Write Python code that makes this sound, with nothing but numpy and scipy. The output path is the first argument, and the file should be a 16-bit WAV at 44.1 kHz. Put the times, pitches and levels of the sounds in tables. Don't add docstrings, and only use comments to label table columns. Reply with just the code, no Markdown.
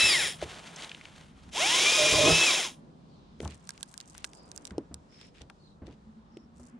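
import sys
import numpy as np
from scipy import signal
from scipy.fft import rfft, irfft, next_fast_len
from scipy.io import wavfile
from scipy.ndimage import uniform_filter1d

SR = 44100
rng = np.random.default_rng(int(sys.argv[2]) if len(sys.argv) > 2 else 0)


def gain_from_db(level_db):
    decades = np.asarray(level_db, float) / 20
    return 10 ** decades


def dump(signal):
    limited = np.clip(np.atleast_2d(signal).T, -1, 1)
    pcm = np.round(limited * 32767).astype(np.int16)
    wavfile.write(sys.argv[1], SR, pcm)


N = 299439
T = np.arange(N) / SR
SIZE = next_fast_len(N + SR)
HZ = np.fft.rfftfreq(SIZE, 1 / SR) + 1e-3

# (pulled [s], let go [s], coasting time [s], chain level at full speed [dB])
TRIGGER_PULLS = [(-1, .068, 0.23, -22), (1.51, 2.4445, 0.22, -22.5)]
FREE_HZ, SPIN_UP_S, LET_GO_S, COAST_BEND = 1313, .155, .008, 1.5
POWER_DB_PER_OCT, COAST_DB_PER_OCT = 4, 6
SLACK_HZ, SLACK_DB_PER_HZ, POWER_SLACK_DB_PER_HZ = 390, 0.18, 0.05
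CUT_S, THROUGH_S = 1.972, 2.25
SAG, SAG_LAG_S, LOAD_WHINE_DB = .062, .045, -5
# (frequency [Hz], level [dB per Hz])
CHAIN_COLOUR = [(120, -36), (350, -10.5), (700, -14), (1500, -14), (2500, -6.5), (4300, -10), (7000, -12.5),
                (15000, -17.5)]
# (frequency [Hz], width [Hz], first run [dB], second run [dB])
SAW_RESONANCES = [(1010, 68, 1, 5), (1890, 350, 7, -2.5), (3300, 400, 9.5, 6), (3815, 200, 8.5, 5.5),
                  (4430, 470, -4, -5), (5350, 830, 8, 3.5), (6200, 700, -6, 1), (7140, 700, 6, 2),
                  (8350, 420, -7.5, -8.5), (9430, 1300, 9.5, 2.5), (12490, 4000, 4, -0.5)]
WHINE_HARMONICS = [-11.5, -4, -3.5, -10]
# (frequency [Hz], first [dB], second [dB])
HOUSING_COLOUR = [(400, -7.5, -6.5), (700, 1, -1.5), (1000, -7, 0), (1270, -12, -10.5), (1910, -2, -11.5),
                  (2500, -1, 0), (3300, -15, -10), (3920, -4, -18), (5200, -1, -1.5)]
# (frequency [Hz], level [dB per Hz])
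AIR_COLOUR = [(25, -1.5), (66, -3), (112, -7.5), (160, 1.5), (240, -3), (330, -10), (600, -18),
              (1000, -19.5), (2200, -33.5), (4000, -32.5), (15000, -53.5)]
# (frequency [Hz], side minus mid [dB])
AIR_SPREAD = [(60, -9.5), (250, -11), (900, 4), (4000, -2.5), (10000, -1)]
# (time [s], level [dB])
AIR_CURVE = [(0, -52), (6.79, -56.5)]
# (time [s], knock level [dB], ring [Hz], thump level [dB])
DULL_KNOCKS = [(0.03, -40, 358, -37.5), (0.425, -16, 646, -39.5), (3.403, -25, 450, -54),
               (3.417, -32, 485, -50), (3.429, -36, 262, -33), (3.455, -21, 1300, -38),
               (3.475, -31, 1210, -58), (4.715, -36.5, 240, -39.5), (4.781, -15, 439, -66),
               (4.912, -35.5, 264, -42), (5.41, -49, 680, -46.5), (5.503, -33.5, 1145, -72.5),
               (5.819, -35.5, 275.5, -40), (5.879, -35.5, 331, -41.5), (6.369, -33.5, 390, -77),
               (6.597, -39, 1010, -47)]
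THUMP_HZ, THUMP_T60_S = 74.4, 0.28
# (time [s], level [dB])
CRASH_CURVE = [(.34, -67), (.404, -54), (.415, -44.5), (.7, -50.5), (.85, -46.5), (.89, -55.5), (1.24, -58),
               (1.3, -68.5), (1.5, -63.5)]
# (frequency [Hz], level [dB per Hz])
TWIG_COLOUR = [(700, -7.5), (1200, -4.5), (3400, -3), (5000, -11), (9000, -12.5), (15000, -19.5)]
# (time [s], peak level [dB], colour [Hz])
TWIG_SNAPS = [(0.7613, -29.5, 5650), (.822, -28, 3400), (0.845, -31, 4000), (0.8938, -33.5, 3300),
              (0.9157, -29.5, 2690), (0.947, -32, 2770), (1.0116, -34, 2250), (1.054, -33, 2300)]
# (time [s], cutter note level [dB], body modes level [dB], deep modes level [dB])
BITE_CURVES = [(1.975, -30, -41, -47.5), (2.04, -29.5, -39, -43.5), (2.11, -41.5, -37, -38.5),
               (2.2, -27, -36, -33), (2.25, -25, -29.5, -31.5), (2.28, -37.5, -22, -31.5),
               (2.315, -45, -30, -29), (2.42, -69.5, -70, -46.5)]
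# (frequency [Hz], relative level [dB])
LIMB_MODES = [(60, -6.5), (105, -4.5), (151, -2.5), (308, -2.5), (400, -3), (592, 0), (861, -13.5),
              (1040, -7)]
# (start [s], length [s], start pitch [Hz], end pitch [Hz], level [dB])
BIRD_CALLS = [(3.056, 0.17, 4800, 3910, -70.5), (3.785, .14, 5200, 4850, -73),
              (4.304, .2, 4900, 4930, -60.5), (5.079, 0.24, 5257, 5350, -58),
              (5.576, 0.19, 4560, 3800, -64), (6.279, .2, 5340, 5300, -69)]
# (time [s], peak level before panning [dB], colour [Hz], left minus right [dB])
CHIP_TICKS = [(3.4033, -33, 2110, 4.5), (3.4502, -32, 3600, 8), (3.477, -34, 3800, 16),
              (3.508, -39, 3600, 1), (3.6737, -36.5, 7000, 0), (3.692, -21, 7400, -8.5),
              (3.706, -28, 4950, -4), (3.7775, -38, 3290, 1), (3.8089, -36, 7900, -0.5),
              (3.8297, -20, 6660, -9.5), (3.9409, -29.5, 9340, 10.5), (3.978, -27, 7940, -8),
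              (4.003, -29, 5570, -7), (4.011, -31.5, 4700, -4), (4.1495, -39, 1710, -2),
              (4.1797, -25.5, 7960, 2.5), (4.2437, -18.5, 2470, -2.5), (4.2483, -24, 7700, -18),
              (4.3336, -37.5, 4700, -3.5), (4.516, -30.5, 7270, -7), (4.562, -29.5, 8080, -11),
              (4.577, -30.5, 8250, -18), (4.653, -26, 6300, -10), (4.6702, -27.5, 8450, -3),
              (4.6757, -32.5, 4530, -1), (4.7074, -38.5, 1490, -1), (4.781, -35, 3930, 1),
              (4.943, -21.5, 8970, -2), (5.213, -40.5, 2700, 0), (5.4178, -36.5, 2860, 0),
              (5.499, -37.5, 1680, 3), (5.8683, -45, 2520, -1), (6.3711, -41.5, 2780, 1)]
# (frequency [Hz], level [dB], 60 dB decay [s])
CASE_MODES = [(1626, -18.5, 0.025), (8000, -16.5, 0.011)]
# (start [s], end [s], twig rustle level [dB], fine grit level [dB])
DEBRIS_SHOWERS = [(3.416, 3.555, -62.5, -59), (3.612, 4.696, -72.5, -65), (5.123, 5.286, -64.5, -75),
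                  (5.358, 5.419, -59.5, -73.5), (5.87, 5.933, -66, -92), (6.578, 6.688, -79, -62)]
SHOWER_EDGE_DB_PER_S = 700
# (time [s], pitch [Hz], level [dB])
DRONE_CURVE = [(5.6, 200, -65), (6.79, 242.3, -58)]
# (frequency [Hz], left leads [rad], left minus right [dB], unlike part level [dB])
PORT_RESPONSE = [(60, 0, -6, -6), (250, 0, -.5, -22), (690, -.5, -4, -13), (1200, 1.1, 3, -7),
                 (2200, -.3, 2, -20), (4300, 0, -.5, -22), (7000, .5, -1, -10), (8600, 2.2, 4, -5),
                 (14000, 1.6, 4, -1)]
MIC_HZ, MIC_SHELF_DB = 10410, -19.5


def unit(x):
    return x / np.sqrt(np.mean(x ** 2))


def along(table, rest=-150.):
    s, *columns = np.transpose(table)
    return [np.interp(T, s, c, left=rest, right=rest) for c in columns]


def over_hz(table, order=1):
    return np.interp(np.log(HZ), np.log(np.transpose(table)[0]), np.transpose(table)[order])


def colour(x, gain):
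    return irfft(rfft(x, SIZE) * gain, SIZE)[..., :N]


def peak(hz, width):
    return 1 / (1 + 1j * (HZ / hz - hz / HZ) * hz / width)


def walk(rate):
    k = int(SR / rate)
    steps = np.repeat(rng.standard_normal(N // k + 1), k)
    return 1.65 * uniform_filter1d(uniform_filter1d(steps, k), k)[:N]


def clicks(rate, scatter_db):
    size = gain_from_db(scatter_db * np.minimum(rng.exponential(size=N), 5)) * rng.choice([-1, 1], N)
    return unit(size * (rng.random(N) < rate / SR))


def add(out, s, sound):
    i = int(s * SR)
    out[..., i:i + sound.shape[-1]] += sound[..., :N - i]


def fade(t, t60):
    return np.exp(-np.log(1000) * t / np.clip(t60, .002, 1))


def soft(x, width):
    return width * np.logaddexp(0, x / width)


def motor(pulled, let_go, coast_s, full_db):
    lag = 1 / (SAG_LAG_S * SR)
    load = signal.lfilter([lag], [1, lag - 1], (T > CUT_S) & (T < THROUGH_S))
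    spin_up = 1 - np.exp(-np.clip(T - pulled, 0, None) / SPIN_UP_S)
    coast = np.exp(-(soft(T - let_go, LET_GO_S) / coast_s) ** COAST_BEND)
    hz = 1 + FREE_HZ * spin_up * (1 - SAG * load) * coast
    off = np.clip((T - let_go) / coast_s * 2, 0, 1)
    per_oct = POWER_DB_PER_OCT + off * (COAST_DB_PER_OCT - POWER_DB_PER_OCT)
    slack = POWER_SLACK_DB_PER_HZ + off * (SLACK_DB_PER_HZ - POWER_SLACK_DB_PER_HZ)
    chain_db = full_db + per_oct * np.log2(hz / FREE_HZ) - slack * soft(SLACK_HZ - hz, 70.0)
    return hz, chain_db, off, load


def chain_rattle(turn, run):
    resonance_db = sum(db[run] * abs(peak(f, w)) ** 2 for f, w, *db in SAW_RESONANCES)
    body = gain_from_db(over_hz(CHAIN_COLOUR) + resonance_db)
    beat = 1 + .25 * np.cos(turn / 4) + .1 * np.cos(turn / 40)
    return unit(colour(beat * clicks(12000, 1.2), body))


def motor_whine(hz, turn, run):
    whine = 0
    for k, db in enumerate(WHINE_HARMONICS):
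        level = gain_from_db(db + 2.6 * walk(45) - 0.039 * soft(560 - hz, 39.0))
        whine = whine + level * np.sin((k + 1) * turn)
    return colour(whine, gain_from_db(over_hz(HOUSING_COLOUR, order=run + 1)))


def saw():
    out = 0
    for run, pull in enumerate(TRIGGER_PULLS):
        hz, chain_db, off, load = motor(*pull)
        turn = 2 * np.pi * np.cumsum(hz * (1 + 0.0025 * walk(90))) / SR
        out = out + gain_from_db(chain_db + 0.18 * walk(29.83)) * chain_rattle(turn, run)
        whine_db = chain_db - 6.3 * off + LOAD_WHINE_DB * load
        out = out + np.sqrt(2) * gain_from_db(whine_db) * motor_whine(hz, turn, run)
    return out + limb_drumming(turn)


def air():
    out, shape = 0, gain_from_db(over_hz(AIR_COLOUR))
    for hz in 30 * 2. ** np.arange(10):
        band = shape * np.clip(1 - abs(np.log2(HZ / hz)), 0, 1) ** .5
        mid = colour(rng.standard_normal(N), band)
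        side = colour(rng.standard_normal(N), band * gain_from_db(over_hz(AIR_SPREAD)))
        gust_db = (1 + 150 / (hz + 60)) * walk(9) + 1.5 * walk(2)
        out = out + gain_from_db(gust_db) * (mid + side * np.array([[1], [-1]]))
    s, db = np.transpose(AIR_CURVE)
    return gain_from_db(np.interp(T, s, db)) * unit(out)


def knocks():
    out, t = np.zeros(N), T[:SR // 3]
    chance = rng.standard_normal((len(DULL_KNOCKS), 2, len(t)))
    boom = signal.iirpeak(THUMP_HZ * 1.54, 1.5, SR)
    for (s, db, hz, thump_db), noise in zip(DULL_KNOCKS, chance):
        ring = np.sin(2 * np.pi * hz * t * (1 - 12 * t)) * fade(t, 7 / hz) * (1 - np.exp(-t / 0.0009))
        dull = signal.iirpeak(hz * 0.7, 1.4, SR)
        tail = unit(signal.lfilter(*dull, signal.lfilter(*dull, noise[0]))) * fade(t, 50 / hz)
        rumble = 0.78 * unit(signal.lfilter(*boom, noise[1]))
        thump = (np.sin(2 * np.pi * THUMP_HZ * t) + rumble) * fade(t, THUMP_T60_S)
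        add(out, s, gain_from_db(db) * (1.4 * ring + 0.2 * tail) + gain_from_db(thump_db) * thump)
    return colour(out, 1 / (1 + 1j * HZ / 1470.0) ** 2)


def crash():
    db, = along(CRASH_CURVE)
    dense = unit(colour(clicks(1500, 3.0) + rng.standard_normal(N), gain_from_db(over_hz(TWIG_COLOUR))))
    rustle = unit(colour(clicks(1000, 1.4), peak(640.0, 980.0) ** 2))
    return gain_from_db(db) * (gain_from_db(2 * walk(90)) * dense + gain_from_db(-7.0 + 0.91 * walk(40)) * rustle)


def snaps():
    out, t = np.zeros(N), T[:SR // 30]
    chance = rng.standard_normal((len(TWIG_SNAPS), len(t)))
    for (s, db, hz), noise in zip(TWIG_SNAPS, chance):
        ring = signal.iirpeak(hz, 1.6, SR)
        crack = signal.lfilter(*ring, signal.lfilter(*ring, noise * fade(t, 0.015)))
        add(out, s, gain_from_db(db) * crack / abs(crack).max())
    return out


def limb_drumming(turn):
    note_db, body_db, deep_db = along(BITE_CURVES)
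    pulses = np.exp(1.5 * np.cos(turn / 2 + .8 * walk(80)))
    cutters = pulses * (1 + .4 * np.cos(turn / 8)) * gain_from_db(3.0 * walk(200))
    push = unit(cutters - uniform_filter1d(cutters, SR // 30)) + 1.3 * clicks(4000, 1.5)
    out, cutting = 0, note_db > -99
    for hz, db in LIMB_MODES:
        ring = colour(push, peak(hz, 30 + 0.1 * hz) ** 2)
        curve_db = deep_db if hz < 200 else note_db if 500 < hz < 700 else body_db
        out = out + gain_from_db(curve_db + db + 1.6 * walk(60)) * ring / ring[cutting].std()
    return out


def birds():
    out = np.zeros((2, N))
    for s, length, hz0, hz1, db in BIRD_CALLS:
        n = int(length * SR)
        blur = uniform_filter1d(rng.standard_normal((2, n)), SR // 400, axis=1)
        hz = np.linspace(hz0, hz1, n) + 160 * np.sin(2 * np.pi * 26 * T[:n])
        whistle = np.sin(2 * np.pi * np.cumsum(hz) / SR)
        add(out, s, gain_from_db(db) * unit(blur) * np.hanning(n) ** .5 * whistle)
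    return out


def ticks():
    out, t = np.zeros((2, N)), T[:SR // 16]
    chance = rng.standard_normal((len(CHIP_TICKS), 2, len(t)))
    for (s, db, hz, pan_db), noise in zip(CHIP_TICKS, chance):
        stereo = noise[0] + .6 * noise[1] * np.array([[1], [-1]])
        blow = stereo * (fade(t, 25 / hz) + .08 * fade(t, .025))
        crack = signal.lfilter(*signal.iirpeak(min(hz, 12000), .9, SR), blow)
        case = sum(gain_from_db(g) * min(1, hz / f) ** 2 * np.sin(2 * np.pi * f * t) * fade(t, t60)
                   for f, g, t60 in CASE_MODES)
        sound = crack + 0.13 * signal.fftconvolve(blow, case[None])[:, :len(t)]
        pan = np.array([[pan_db], [-pan_db]]) / 2
        add(out, s, gain_from_db(db + pan) * sound / abs(sound.mean(axis=0)).max())
    return out


def patter():
    out, skid = 0, fade(T[:SR // 100], .008)
    kinds = [(2420.0, 3200.0, 360, 1.4), (7500., 6600.0, 55, 3.0)]  # Hz, width Hz, grains a second, scatter dB
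    for kind, (hz, width, rate, scatter_db) in enumerate(kinds):
        gain = 0
        for start, end, *db in DEBRIS_SHOWERS:
            outside_s = np.clip(np.maximum(start - T, T - end), 0, None)
            gain = gain + gain_from_db(db[kind] - SHOWER_EDGE_DB_PER_S * outside_s)
        grains = []
        for _ in range(3):
            envelope = signal.fftconvolve(abs(clicks(rate, scatter_db)), skid)[:N] + 1.5
            grains.append(envelope * rng.standard_normal(N))
        tone = peak(hz, width) ** 2
        stereo = np.array([unit(colour(grains[0] + 1.6 * own, tone)) for own in grains[1:]])
        out = out + gain * gain_from_db(2.8 * walk(33)) * stereo
    return out


def drone():
    hz, db = along(DRONE_CURVE)
    phase = 2 * np.pi * np.cumsum(hz * (1 + 0.0062 * walk(25))) / SR
    return np.sqrt(2) * gain_from_db(db + 3.9 * walk(46)) * np.sin(phase)


def from_above(x):
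    half = gain_from_db(over_hz(PORT_RESPONSE, order=2) / 2) * np.exp(.5j * over_hz(PORT_RESPONSE))
    unlike = gain_from_db(over_hz(PORT_RESPONSE, order=3))
    t = T[:SR // 8]
    scattered = []
    for _ in range(2):
        echoes = unit(rng.standard_normal(len(t)) * fade(t, 0.22)) / np.sqrt(len(t))
        scattered.append(colour(signal.fftconvolve(x, echoes)[:N], unlike))
    return np.array([colour(x, half), colour(x, 1 / half)]) + scattered


def scene():
    overhead = from_above(saw() + crash() + snaps())
    return overhead + air() + knocks() + birds() + ticks() + patter() + drone()


def band_limit(x):
    return signal.sosfilt(signal.butter(12, 15120, fs=SR, output="sos"), x)


def record(dry):
    treble_loss = gain_from_db(MIC_SHELF_DB / (1 + (MIC_HZ / HZ) ** 24))
    bass_loss = 1 + (38 / HZ) ** 4
    return band_limit(colour(dry, treble_loss / bass_loss))


dry = scene()
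out = record(dry)
dump(out)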